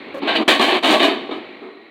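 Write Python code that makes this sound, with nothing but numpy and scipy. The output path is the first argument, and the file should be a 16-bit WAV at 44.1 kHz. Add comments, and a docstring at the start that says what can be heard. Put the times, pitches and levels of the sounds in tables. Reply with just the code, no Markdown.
"""A diesel idles throughout, its firings modulating a low knock and a clatter.
A hinge groans by stick-slip friction as two heavy steel loading ramps swing down from a truck.
From 0.2 s they hit the road and bounce: each blow sets loose parts chattering, and the contacts excite
the modes of the steel and echo along the roadside. Dull, low thumps come with the loudest crashes.
By 1.7 s the ramps settle and the engine grows quieter. A dull microphone rounds the loudest peaks."""
import sys
import numpy as np
from scipy import signal
from scipy.fft import rfft, irfft
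from scipy.io import wavfile
from scipy.ndimage import uniform_filter1d

SR = 44100
rng = np.random.default_rng(int(sys.argv[2]) if len(sys.argv) > 2 else 0)


def materialize(psi):
    """Save the field psi as 16-bit PCM at rate SR to the path in sys.argv[1].

    A 1-D psi becomes a single channel; in a 2-D psi each row is a channel.
    """
    bounded = np.clip(np.atleast_2d(psi).T, -1, 1)
    quanta = np.round(bounded * 32767).astype(np.int16)
    wavfile.write(sys.argv[1], SR, quanta)


N = 83790


def undb(db):
    """Amplitude ratio of a level in decibels."""
    return 10 ** (np.asarray(db) / 20)


def unit(x):
    """Normalisation to rms 1."""
    return x / np.sqrt(np.mean(x ** 2) + 1e-18)


def fade(t, t60):
    """Exponential decay from time zero: 60 dB in t60 seconds (at least 1 ms)."""
    return np.exp(-np.log(1000) * np.maximum(t, 0) / max(t60, 1e-3))


def ring(x, response):
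    """Convolution with the impulse response of a linear system."""
    return signal.fftconvolve(x, response)[:N]


def colour(points, size=4096):
    """Minimum-phase impulse response of a spectrum of (f/Hz, level/dB) points."""
    hz, db = np.array(points).T
    f = np.maximum(np.arange(size // 2 + 1) * SR / size, 1)
    magnitude = undb(np.interp(np.log(f), np.log(hz), db))
    cepstrum = irfft(np.log(magnitude))
    cepstrum[1:size // 2] *= 2
    cepstrum[size // 2 + 1:] = 0
    return irfft(np.exp(rfft(cepstrum)))


def split(x, hz, order=7):
    """Crossover filter: the parts of a sound below and above a frequency."""
    return [signal.sosfilt(signal.butter(order, hz, kind, fs=SR, output="sos"), x)
            for kind in ("low", "high")]


def wander(size):
    """Random drift of rms 1: a moving average of noise over size samples."""
    return unit(uniform_filter1d(rng.standard_normal(N), size=size))


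def steady(x, size=900):
    """Division by the running rms evens out the swells of a noise."""
    return x / np.sqrt(np.abs(uniform_filter1d(x ** 2, size=size)) + 1e-18)


# spectral envelope of the engine: f/Hz, relative level/dB
ENGINE_SPECTRUM = [(30, -55), (60, -27.5), (160, -16), (220, -3), (320, 2), (520, -7.5), (900, -13.5),
                   (1600, -17.5), (2300, -11.5), (2900, -18), (4300, -22.5), (5200, -49.5), (7000, -55.5),
                   (15000, -63.5)]
# course of the engine's two bands: t/s, knock level/dB, clatter level/dB
ENGINE_LEVELS = [(0, -38, -39), (0.197, -34.5, -39.5), (0.459, -34.5, -38), (1.45, -39, -40.5),
                 (1.65, -45, -45), (1.76, -50, -50.5)]
# narrow resonances of the machinery: f/Hz, bandwidth/Hz, level/dB
WHINES = [(1894, 110, -54.5), (2178, 140, -55), (3970, 230, -59.5)]

def diesel(t, firing_hz=50.4, knock_depth=0.2, clatter_depth=0.13):
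    """Amplitude modulation: each firing swells knock and clatter; machine resonances whine faintly."""
    firing_rate = firing_hz * (1 + 0.054 * wander(size=4000))
    firing = np.cos(2 * np.pi * np.cumsum(firing_rate) / SR)
    times, *levels = np.array(ENGINE_LEVELS).T
    bands = split(ring(rng.standard_normal(N), colour(ENGINE_SPECTRUM)), hz=584)
    engine = sum(unit(band * (1 + depth * firing)) * undb(np.interp(t, times, db))
                 for band, depth, db in zip(bands, (knock_depth, clatter_depth), levels))
    for hz, width, db in WHINES:
        resonance = signal.butter(2, [hz - width / 2, hz + width / 2], "band", fs=SR, output="sos")
        engine += undb(db) * unit(signal.sosfilt(resonance, rng.standard_normal(N)))
    return engine


# groans of the hinge: t/s, duration/s, f/Hz, level/dB
GROANS = [(0.139, .026, 554.7, -26.5), (0.159, 0.044, 555.7, -29)]

def hinge(t, harmonics_db=(4, -5, -10.5), jitter=0.067, roughness=0.41):
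    """Stick-slip friction: a harmonic oscillation, irregular in frequency and amplitude."""
    out = 0
    for start, length, hz, db in GROANS:
        phase = 2 * np.pi * np.cumsum(hz * (1 + jitter * wander(size=60))) / SR
        tone = sum(undb(level) * np.sin(k * phase) for k, level in enumerate(harmonics_db, 1))
        tone *= 1 + roughness * wander(size=90)
        swell = np.sin(np.pi * np.clip((t - start) / length, 0, 1))
        out += undb(db) * unit(tone) * swell
    return out


# spectrum of a steel contact, dull above 4.5 kHz: f/Hz, relative level/dB
CONTACT_SPECTRUM = [(100, -52), (156, -28), (228, -6), (310, -1.5), (457, 4), (519, -9), (627, -6),
                    (791, -7.5), (898, -13), (1130, -7.5), (1370, -10.5), (1550, -7), (1800, -7),
                    (2000, -13.5), (2320, -7.5), (2750, -13.5), (2990, -10), (3390, -12.5), (3690, -11),
                    (4190, -15), (5280, -38), (8580, -38.5), (9950, -44), (15500, -52)]
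# blows of the ramps: t/s, attack/s, hold/s, T60/s, then level/dB of boom, clank, clash and sizzle
BLOWS = [(0.216, 0.0069, 0.15, 1.2, -20, -24.5, -29, -59.5),
         (0.271, 0.0071, 0.026, 0.53, -27, -16.5, -16.5, -44),
         (0.35, 0.003, 0.019, 0.13, -24, -18.5, -14.5, -39),
         (0.384, 0.002, 0.074, 0.9, -16.5, -21, -36, -51.5),
         (0.478, 0.0006, 0.03, 0.26, -13.5, -10, -8, -22),
         (0.5946, 0.0004, 0.0054, 0.5, -12.5, -11.5, -15, -32.5),
         (0.61, 0.0041, 0.01, 0.51, -26, -21, -14, -27.5),
         (0.676, 0.0087, 0.088, 0.17, -18, -15, -17.5, -39),
         (0.825, 0.0035, 0.0038, 0.5, -20, -15, -15.5, -31.5),
         (0.841, 0.0038, 0.061, 0.4357, -19.5, -17.5, -16, -30),
         (0.891, 0.0034, 0.039, 0.0445, -13.5, -12.5, -17.5, -40),
         (0.906, 0.0012, 0.012, 0.28, -25, -27, -20, -26),
         (0.931, 0.0028, 0.017, 0.1732, -12, -10, -14, -34),
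         (0.992, 0.0069, 0.04, 0.4, -15.5, -16.5, -16, -35), (1.025, .003, 0.027, 0.21, -13, -13, -15, -30),
         (1.074, 0.0045, 0.014, 0.42, -14.5, -22.5, -22.5, -58),
         (1.29, 0.003, 0.0088, -0.13, -19, -25.5, -51.5, -70),
         (1.31, 0.001, 0.0097, 0.19, -25.5, -22, -29, -58),
         (1.328, .003, 0.05, 0.12, -28, -38, -38.5, -61.5),
         (1.617, 0.003, 0.027, 0.9, -32, -39.5, -64, -73)]

def chatter(t, contacts_per_s=3200, spread_db=1, strike_db=-13.5, strike_t60_s=0.018):
    """Shot noise: each blow sets loose plates and hinges colliding; the blows add in power."""
    crossovers_hz, t60_shares = (471, 1287, 4990), (0.98, 1, 0.91, 1)  # boom to sizzle
    sizes = undb(spread_db * np.clip(rng.standard_normal(N), -2, 2))
    signs = rng.choice([-1, 1], N)
    touches = rng.random(N) < contacts_per_s / SR
    treble = ring(sizes * signs * touches, colour(CONTACT_SPECTRUM))
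    bands = []
    for hz in crossovers_hz:
        low, treble = split(treble, hz)
        bands.append(low)
    bands.append(treble)
    power = np.zeros((4, N))
    for start, rise, hold, t60, *db in BLOWS:
        age = t - start
        strike = 1 + undb(strike_db) * fade(age, strike_t60_s)  # the first contact stands out
        attack = np.clip(age / rise, 0, 1) * strike
        for k, share in enumerate(t60_shares):
            power[k] += (undb(db[k]) * attack * fade(age - hold, share * t60)) ** 2
    return sum(steady(band) * np.sqrt(p) for band, p in zip(bands, power))


# strong modes of the ramps: f/Hz, relative level/dB
RAMP_MODES = [(292.5, -28), (623, -38), (1124, -44), (2523, -46), (2902, -38.5), (2973, -34), (3667, -32)]

def ramp_modes(t, contacts, t60_s=0.075, gain_db=-9):
    """Modal resonance: each mode is a damped oscillator that rings on after every contact."""
    return sum(undb(db + gain_db) * unit(ring(contacts, np.cos(2 * np.pi * hz * t) * fade(t, t60_s)))
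               for hz, db in RAMP_MODES)


def plates(t, contacts, groups=6, modes_per_group=30, t60_s=0.21, relative_db=-9.5):
    """Modal excitation: which group of plate modes responds shifts as the point of contact moves."""
    age = t[:SR // 4]
    lowest_hz, span_hz = 400, 4500
    out = 0
    for _ in range(groups):
        modes = sum(np.sin(2 * np.pi * ((lowest_hz + span_hz * place) * age + phase))
                    for place, phase in rng.random((modes_per_group, 2)))
        coupling = wander(size=3000)
        out += ring(contacts * coupling, modes * fade(age, t60_s))
    return undb(relative_db) * np.std(contacts) * unit(out)


def roadside(t, source, t60_s=0.94, build_up_s=0.0043, top_hz=4900, relative_db=-13):
    """Scattering and absorption: barriers and trees return a diffuse echo; the trees absorb treble."""
    scatter = split(rng.standard_normal(N), top_hz, order=3)[0]
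    tail = scatter * fade(t, t60_s) * np.minimum(t / build_up_s, 1)
    return undb(relative_db) * np.std(source) * unit(ring(source, tail))


# contacts that make one plate or pin sing out: t/s, f/Hz, level/dB
PINGS = [(.222, 280, -21.5), (0.283, 1573, -21.5), (0.352, 4620, -31), (.404, 293, -18.5),
         (0.479, 697, -19.5), (.48, 2570, -19), (0.593, 251.5, -18.5), (0.596, 1125, -21.5),
         (0.722, 367, -16), (0.878, 312.1, -17), (0.925, 294.5, -18.5), (.927, 766, -17.5),
         (0.936, 617.3, -18), (1.025, 2943, -18.5), (1.028, 297, -24.5), (1.306, 325, -28)]

def pings(t, attack_s=0.0053, t60_s=0.22, wobble_hz=13.1):
    """Damped free vibration: single plates and pins ring, wavering in pitch as they shake."""
    out = 0
    for start, hz, db in PINGS:
        phase = 2 * np.pi * np.cumsum(hz + wobble_hz * wander(size=200)) / SR
        envelope = np.clip((t - start) / attack_s, 0, 1) * fade(t - start, t60_s)
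        out += undb(db) * unit(np.sin(phase)) * envelope
    return out


# brief dips in level: t/s, duration/s, level change/dB
DIPS = [(0.436, .0425, -15.5), (0.796, 0.037, -8)]

def dips(t, fall_s=0.0099, recover_s=0.0019):
    """Time-varying gain: the level dips briefly between the crashes and returns abruptly."""
    db = 0
    for start, length, depth in DIPS:
        falling = (t - start) / fall_s
        recovering = (start + length - t) / recover_s
        db += depth * np.clip(np.minimum(falling, recovering) + 0.5, 0, 1)
    return undb(db)


# dull, low thumps: t/s, level/dB
THUMPS = [(.481, -54), (0.607, -50), (.925, -54)]

def low_thumps(t, attack_s=0.004, t60_s=0.24, top_hz=70):
    """Exponentially decaying low-pass noise: brief, dull thumps that come with the loudest crashes."""
    envelope = sum(undb(db) * np.clip((t - start) / attack_s, 0, 1) * fade(t - start, t60_s)
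                   for start, db in THUMPS)
    rumble = split(rng.standard_normal(N), top_hz, order=2)[0]
    return envelope * steady(rumble)


def scene():
    """Superposition: engine, hinge, ramps, echo and thumps add in one channel."""
    t = np.arange(N) / SR
    contacts = chatter(t)
    ramps = undb(-3) * contacts + ramp_modes(t, contacts) + plates(t, contacts) + pings(t) + hinge(t)
    dip_gain = dips(t)
    steel = (ramps + roadside(t, ramps)) * dip_gain
    steel = split(steel, hz=183, order=3)[1]  # high-pass: keeps the clatter and its dips free of rumble
    mix = steel + low_thumps(t) + diesel(t) * dip_gain ** 0.5  # the engine dips half as many dB
    return mix[None]


def record(dry, hiss_db=-84.5, ceiling=0.72, top_hz=15900):
    """Self-noise, saturation and band limiting: the microphone hisses, rounds peaks and cuts the top."""
    noisy = dry + undb(hiss_db) * rng.standard_normal(N)
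    rounded = noisy / (1 + (noisy / ceiling) ** 8) ** (1 / 8)
    low_pass = signal.ellip(10, 0.2, 80, top_hz, fs=SR, output="sos")
    return signal.sosfilt(low_pass, rounded)


dry = scene()
out = record(dry)
materialize(out)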